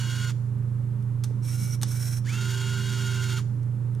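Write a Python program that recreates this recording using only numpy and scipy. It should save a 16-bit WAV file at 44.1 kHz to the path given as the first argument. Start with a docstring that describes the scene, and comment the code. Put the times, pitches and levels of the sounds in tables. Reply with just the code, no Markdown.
"""A compact film camera, worked by hand on a table close to the microphone, in a small room.
Its zoom motor runs and stops; the release clicks, a lighter drive whirs, the shutter snaps, the drive
whirs again and the zoom spins up for a long run. Gear teeth whine and rasp in the plastic body.
Behind it, a little to the right, sits a steady mains hum over low rumble and faint air."""
import sys
import numpy as np
from scipy import signal
from scipy.fft import rfft, irfft
from scipy.io import wavfile

SR = 44100
rng = np.random.default_rng(int(sys.argv[2]) if len(sys.argv) > 2 else 0)


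def wrap_up_sound(samples):
    """Save the sound to the file named by the first command line argument, as 16-bit audio."""
    columns = np.atleast_2d(samples).T
    # keep every value between -1 and 1, then stretch to whole-number steps
    tamed = np.clip(columns, -1, 1)
    steps = np.round(tamed * 32767).astype(np.int16)
    wavfile.write(sys.argv[1], SR, steps)


N = 176400
T = np.arange(N) / SR


# Each row: switch-on and switch-off in seconds, gear level in dB, rotor hum in dB.
ZOOM_SWITCHING = [(-.3, 0.293, -2.43, -66), (2.234, 3.382, -1.5, -48.5)]
# Each row: time in seconds, shaft speed once spun up in turns per second.
ZOOM_SHAFT_SPEED = [(0, 132.3), (.106, 130.3), (.196, 131.5), (.3, 130.1), (2.43, 130.3), (2.47, 129.3),
                    (2.55, 130.2), (2.638, 129.2), (2.7, 130.1), (2.82, 129.6), (2.87, 130.1),
                    (2.92, 129.4), (2.97, 130.1), (3.1, 129.2), (3.25, 129), (3.316, 128), (3.39, 128.7)]
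# Each row: multiple of shaft speed, relative level in dB, exponent of its growth with speed.
ZOOM_GEAR_TONES = [(7, -58.5, 6.3), (8, -59, 4.5), (10, -60.5, 7), (11, -44, 13), (12, -48.5, 7),
                   (17, -59.5, 8.3), (21, -54.5, 9.8), (25, -50, 13), (26, -57, 11), (29, -53, 12),
                   (33, -53, 17), (44, -55.5, 17), (53, -56.5, 17), (55, -55, 17), (66, -60, 18)]
# Each row: frequency in Hz, relative level of the rasp in dB.
ZOOM_RASP_SPECTRUM = [(200, -20), (450, 1.5), (680, -21), (900, 1.5), (1200, -2), (1480, 11), (1800, 3.5),
                      (2200, 7), (2480, 1), (2800, 2.5), (3300, 8), (4000, -0.5), (4600, 5.5), (5200, 0),
                      (5700, 5.5), (6300, 2.5), (7000, 7), (7600, -1.5), (8600, -1.5), (10000, -5.5),
                      (12500, -9.5), (15000, -10.5)]
def zoom_motor(pinion_order=22, pinion_db=-47, strain_db=8.5, rasp_db=-40.5):
    """The zoom motor spins up, holds its speed under load and brakes; its three-pole rotor hums."""
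    share, brake, level, hum = np.ones(N), np.ones(N), np.zeros(N), np.zeros(N)
    for on, off, db, hum_db in ZOOM_SWITCHING:
        speed, loud, slowing = motor_run(on, off, rise_s=.031, stop_s=.021)
        share = np.where(T > on, speed, share)
        brake = np.where(T > on, slowing, brake)
        level += amp(db) * loud
        hum += amp(hum_db) * loud
    full_speed = np.interp(T, *np.transpose(ZOOM_SHAFT_SPEED))
    turns = np.cumsum(full_speed * share * brake * (1 + .001196 * wander(30))) / SR
    rotor = hum * (share * brake) ** 30 * np.sqrt(2) * np.cos(2 * np.pi * 3 * turns)
    strain = 27 / 4 * share ** 2 * (1 - share)  # peaks at 1 while the motor accelerates
    pinion = gear_whine(turns, share, [(pinion_order, pinion_db, 0)], .42, flutter_hz=35, swell_db=.5)
    pinion *= share * brake ** 8 * amp(strain_db * strain)
    whine = brake ** 3 * gear_whine(turns, share, ZOOM_GEAR_TONES, flutter=.34, flutter_hz=30)
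    rasp = gear_rasp(turns, ZOOM_RASP_SPECTRUM, repeat=.3, throb=.026, grit_db=.5)
    return rotor + level * (pinion + whine + amp(rasp_db) * rasp)


# Each row: switch-on and switch-off in seconds, level in dB, whine trim in dB.
DRIVE_SWITCHING = [(1.408, 1.743, -2.04, -2.7), (1.844, 2.172, -0.4, -13)]
# Each entry: full shaft speed of one run in turns per second.
DRIVE_SHAFT_SPEEDS = [130.4, 141]
# Each row: multiple of shaft speed (played rounded), relative level in dB, exponent of growth with speed.
DRIVE_GEAR_TONES = [(11, -53, 4.8), (16.2, -63, 2.7), (22, -63, 0.62)]
# Each row: frequency in Hz, relative level of the rasp in dB.
DRIVE_RASP_SPECTRUM = [(300, -22), (700, -9), (1150, -11), (1450, -2), (1800, -8), (2300, -6), (2900, -8.5),
                       (4000, -6.5), (4800, -9), (5300, -1.5), (5580, 9.5), (5950, -5.5), (6400, -6),
                       (6900, -5), (8000, -0.5), (9400, -3.5), (10200, -3), (11200, -7), (12000, -7.5),
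                       (15000, -7)]
# Each row: housing resonance in Hz, width in Hz, relative level in dB.
HOUSING_MODES = [(1450, 37, -72), (2286, 37, -63.5), (4060, 38, -72), (5550, 96, -66), (6280, 74, -57.5),
                 (8350, 120, -65), (9350, 160, -59.5), (11220, 350, -60.5)]
# The housing sings as a gear tone passes its resonance.
# In order: multiple of shaft speed, resonance in Hz, width in Hz, level going in, in dB.
HOUSING_SING = (44, 5660, 435, -51)
def light_drive(rasp_db=-46.5):
    """A thin, hissing gear train runs before and after the shutter and rings its housing."""
    out = np.zeros(N)
    order, sing_hz, sing_width, sing_db = HOUSING_SING
    for (on, off, db, whine_db), full_speed in zip(DRIVE_SWITCHING, DRIVE_SHAFT_SPEEDS):
        share, level, brake = motor_run(on, off, rise_s=.034, stop_s=.015)
        turns = np.cumsum(full_speed * share * brake * (1 + .00326 * wander(24.6))) / SR
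        rasp = gear_rasp(turns, DRIVE_RASP_SPECTRUM, repeat=.39, throb=.09, grit_db=-1)
        housing = sum(amp(mode_db) * unit(ring(rasp, hz, width)) for hz, width, mode_db in HOUSING_MODES)
        mesh = gear_whine(turns, share, [(order, sing_db, 0)], flutter=.9, flutter_hz=90, swell_db=4)
        sing = ring(ring(mesh, sing_hz, sing_width), sing_hz, sing_width)
        whine = gear_whine(turns, share, DRIVE_GEAR_TONES, flutter=.36, flutter_hz=40.7)
        out += amp(db) * level * (amp(whine_db) * whine + amp(rasp_db) * rasp + housing + sing)
    return out


def motor_run(on, off, rise_s, stop_s, spin_s=.04, brake_s=.06):
    """A switched motor: its share of full speed on spin-up, its loudness and its braking factor."""
    age, after = np.maximum(T - on, 0), np.maximum(T - off, 0)
    loudness = (1 - np.exp(-age / rise_s)) ** 2 / (1 + (after / stop_s) ** 3)
    return 1 - np.exp(-age / spin_s), loudness, np.exp(-after / brake_s)


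def gear_whine(turns, share, tones, flutter, flutter_hz, swell_db=1.83):
    """Mesh tones locked to the shaft, each swelling slowly and fluttering as the teeth seat unevenly."""
    out = np.zeros(N)
    for order, db, growth in tones:
        level = amp(db + swell_db * wander(5.5)) * share ** abs(growth) * np.sqrt(2)
        out += level * (waver(flutter, flutter_hz) * np.exp(2j * np.pi * round(order) * turns)).real
    return out


def gear_rasp(turns, spectrum, repeat, throb, grit_db):
    """Tooth impacts: a pattern repeating every two shaft turns plus loose chatter, throbbing each turn."""
    teeth = signal.resample(rng.standard_normal(640), 8192)
    worn = np.interp(turns / 2 % 1, np.arange(8192) / 8192, teeth)
    loose = rng.standard_normal(N) * (rng.random(N) < .15)
    loose *= amp(grit_db * np.minimum(rng.exponential(1, N), 4))
    impacts = np.sqrt(repeat) * unit(worn) + np.sqrt(1 - repeat) * unit(loose)
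    pulsing = 1 + throb * np.cos(2 * np.pi * turns) + .18 * wander(38)
    return unit(shape(impacts * pulsing, spectrum))


# Each row: start in seconds, level in dB, decay in seconds.
MECHANISM_HITS = [(1.0253, -58.5, .0031), (1.2379, -35.5, 0.0077), (1.2426, -40, 0.0019),
                  (1.815, -37, 0.0046), (1.8235, -30.5, 0.0016), (1.8316, -23, 0.0036), (3.63, -59, 0.0057),
                  (3.95, -51, 0.0019)]
# Each row: frequency in Hz, relative response of the shell in dB.
SHELL_SPECTRUM = [(200, -18), (450, -10), (690, -16), (850, -4.5), (1500, -5.5), (2800, -9.5), (3500, -2.5),
                  (4700, -5.5), (5600, -0.5), (6400, 1), (7200, -7), (8700, -.5), (10400, -6.5),
                  (11800, -7), (15000, -20)]
def clicks(ring_db=-21, ring_s=.042, ring_top_hz=8000, tick_db=-2, tick_s=.00015):
    """Latch and shutter parts hit their stops: a bright tick, a dense crack, a duller ring of the shell."""
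    crack, tail = np.zeros(N), np.zeros(N)
    for start, db, decay_s in MECHANISM_HITS:
        age, level = np.maximum(T - start, 0), amp(db) * (T >= start)
        crack += level * (np.exp(-age / decay_s) + amp(tick_db) * np.exp(-age / tick_s))
        tail += level * amp(ring_db) * np.exp(-age / ring_s)
    crack_noise, tail_noise = rng.choice([-1., 1.], (2, N))
    dull_ring = signal.lfilter(*signal.butter(2, ring_top_hz, fs=SR), tail * tail_noise)
    return shape(crack * crack_noise + dull_ring, SHELL_SPECTRUM)


# Each row: start in seconds, level in dB, pitch in Hz, decay in seconds.
FINGER_BUMPS = [(1.308, -35, 446, 0.0048), (1.411, -48, 384, .013), (1.615, -33, 177, 0.046)]
def finger_knocks():
    """Fingers bump the camera body: dull, quickly damped knocks."""
    out = np.zeros(N)
    for start, db, hz, decay_s in FINGER_BUMPS:
        age = np.maximum(T - start, 0)
        out += amp(db) * np.sin(2 * np.pi * hz * age) * np.exp(-age / decay_s)
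    return out


# Each row: frequency in Hz, side level relative to mid in dB.
STEREO_WIDTH = [(400, -2.5), (1400, -9.5), (2800, -95), (5000, -13), (9000, -9), (14000, -5.5)]
# Each row: frequency in Hz, seconds for the room to fall by 60 dB.
ROOM_DECAY = [(300, 0.96), (2500, 0.3), (6000, 0.78), (14000, 0.51)]
def reflections(x, room_db=-18, early_s=.007):
    """Close bounces off table and hands widen the camera; the small room adds a faint tail."""
    early = rng.standard_normal(2048) * np.exp(-T[:2048] / early_s)
    bounced = np.convolve(x, early / np.linalg.norm(early))[:N]
    side = irfft(rfft(bounced) * amp(read(STEREO_WIDTH, np.fft.rfftfreq(N, 1 / SR))), N)
    hz, t, noise = signal.stft(rng.standard_normal((2, SR // 2)), SR, nperseg=256)
    tail = signal.istft(noise * amp(-60 * t / read(ROOM_DECAY, hz)[:, None]), SR, nperseg=256)[1]
    wet = signal.fftconvolve(x[None], tail / np.linalg.norm(tail[0]), axes=1)[:, :N]
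    return np.array([x + side, x - side]) + amp(room_db) * wet


# Each row: frequency in Hz, relative level in dB, waver depth as a fraction, waver rate in Hz.
HUM_TONES = [(94.7, -41, .25, 4), (120, -24.6, .03, 5), (145.5, -40, .15, 4), (204.6, -45.5, .35, 8),
             (213, -53, .8, 10), (265, -55, .35, 5), (409, -60, .3, 4)]
def mains_hum():
    """Steady mains hum behind the camera, with wavering side tones."""
    out = np.zeros(N)
    for hz, db, depth, rate_hz in HUM_TONES:
        tone = waver(depth, rate_hz) * np.exp(2j * np.pi * (hz * T + rng.random()))
        out += amp(db) * np.sqrt(2) * tone.real
    return out


# Each row, for rumble and for air: frequency in Hz, relative level in dB.
RUMBLE_SPECTRUM = [(20, -2), (35, -44), (55, -7.5), (80, -3.5), (120, -1.5), (175, -4), (235, -10.5),
                   (320, -7), (500, -33.5), (900, -77.5)]
AIR_SPECTRUM = [(200, 1.5), (330, 11), (450, 7), (590, 5), (690, -13.5), (800, 1.5), (1300, -2.5),
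                (2000, -11), (3000, -17), (5000, -23), (10000, -19.5), (15000, -26)]
# Each row: frequency in Hz, likeness of left and right from 0 to 1.
ROOM_COHERENCE = [(100, 0.46), (350, 0), (700, 0), (1500, 0.2), (5000, .6), (14000, 0)]
def room_tone(spectrum):
    """Steady room noise, only partly alike on the two sides of the microphone."""
    same = read(ROOM_COHERENCE, np.fft.rfftfreq(N, 1 / SR))
    left, other = rfft(rng.standard_normal((2, N)))
    right = same * left + np.sqrt(1 - same ** 2) * other
    return np.array([shape(irfft(channel, N), spectrum) for channel in (left, right)])


def amp(db):
    """Decibels to gain."""
    return 10 ** (np.asarray(db) / 20)


def pan(left_db):
    """Opposite gains for left and right; negative leans right."""
    return amp([[left_db], [-left_db]])


def unit(x):
    """Scales to rms 1."""
    return x / np.sqrt(np.mean(x ** 2) + 1e-20)


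def read(points, hz):
    """Reads a table on a log-frequency axis."""
    f, value = np.transpose(points)
    return np.interp(np.log(hz + 1), np.log(f + 1), value)


def shape(x, spectrum):
    """Minimum-phase filter with the given spectrum and unit power gain."""
    gain = unit(amp(read(spectrum, abs(np.fft.fftfreq(4096, 1 / SR)))))
    taps = np.fft.ifft(np.exp(np.conj(signal.hilbert(np.log(gain))))).real
    return signal.oaconvolve(x, taps[:2048])[:N]


def ring(x, hz, width):
    """One resonance of peak gain 1."""
    return signal.lfilter(*signal.iirpeak(hz, hz / width, SR), x)


def wander(rate_hz):
    """Slow random drift of rms 1."""
    f = np.fft.rfftfreq(2048, 1 / 500)
    slow = irfft(rfft(rng.standard_normal(2048)) / (1 + (f / rate_hz) ** 4))
    return np.interp(T, np.arange(2048) / 500, unit(slow))


def waver(depth, rate_hz):
    """Complex gain that unsteadies a tone's level and phase."""
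    return 1 + depth * (wander(rate_hz) + 1j * wander(rate_hz))


def scene(hum_db=-3.5, rumble_db=-46.5, air_db=-51.5):
    """The camera close up and near centre, the humming room behind it."""
    camera = reflections(zoom_motor() + light_drive() + clicks() + finger_knocks())
    drone = amp(hum_db) * mains_hum() + amp(rumble_db) * room_tone(RUMBLE_SPECTRUM)
    air = amp(air_db) * room_tone(AIR_SPECTRUM)
    return camera * pan(-.47) + drone * pan(-3.5) + air * pan(-.8)


def record(dry, cutoff_hz=15080):
    """The recorder's band limit."""
    lowpass = signal.firwin(511, cutoff_hz, window=("kaiser", 9), fs=SR)
    return signal.oaconvolve(dry, lowpass[None], "same")


dry = scene()
out = record(dry)
wrap_up_sound(out)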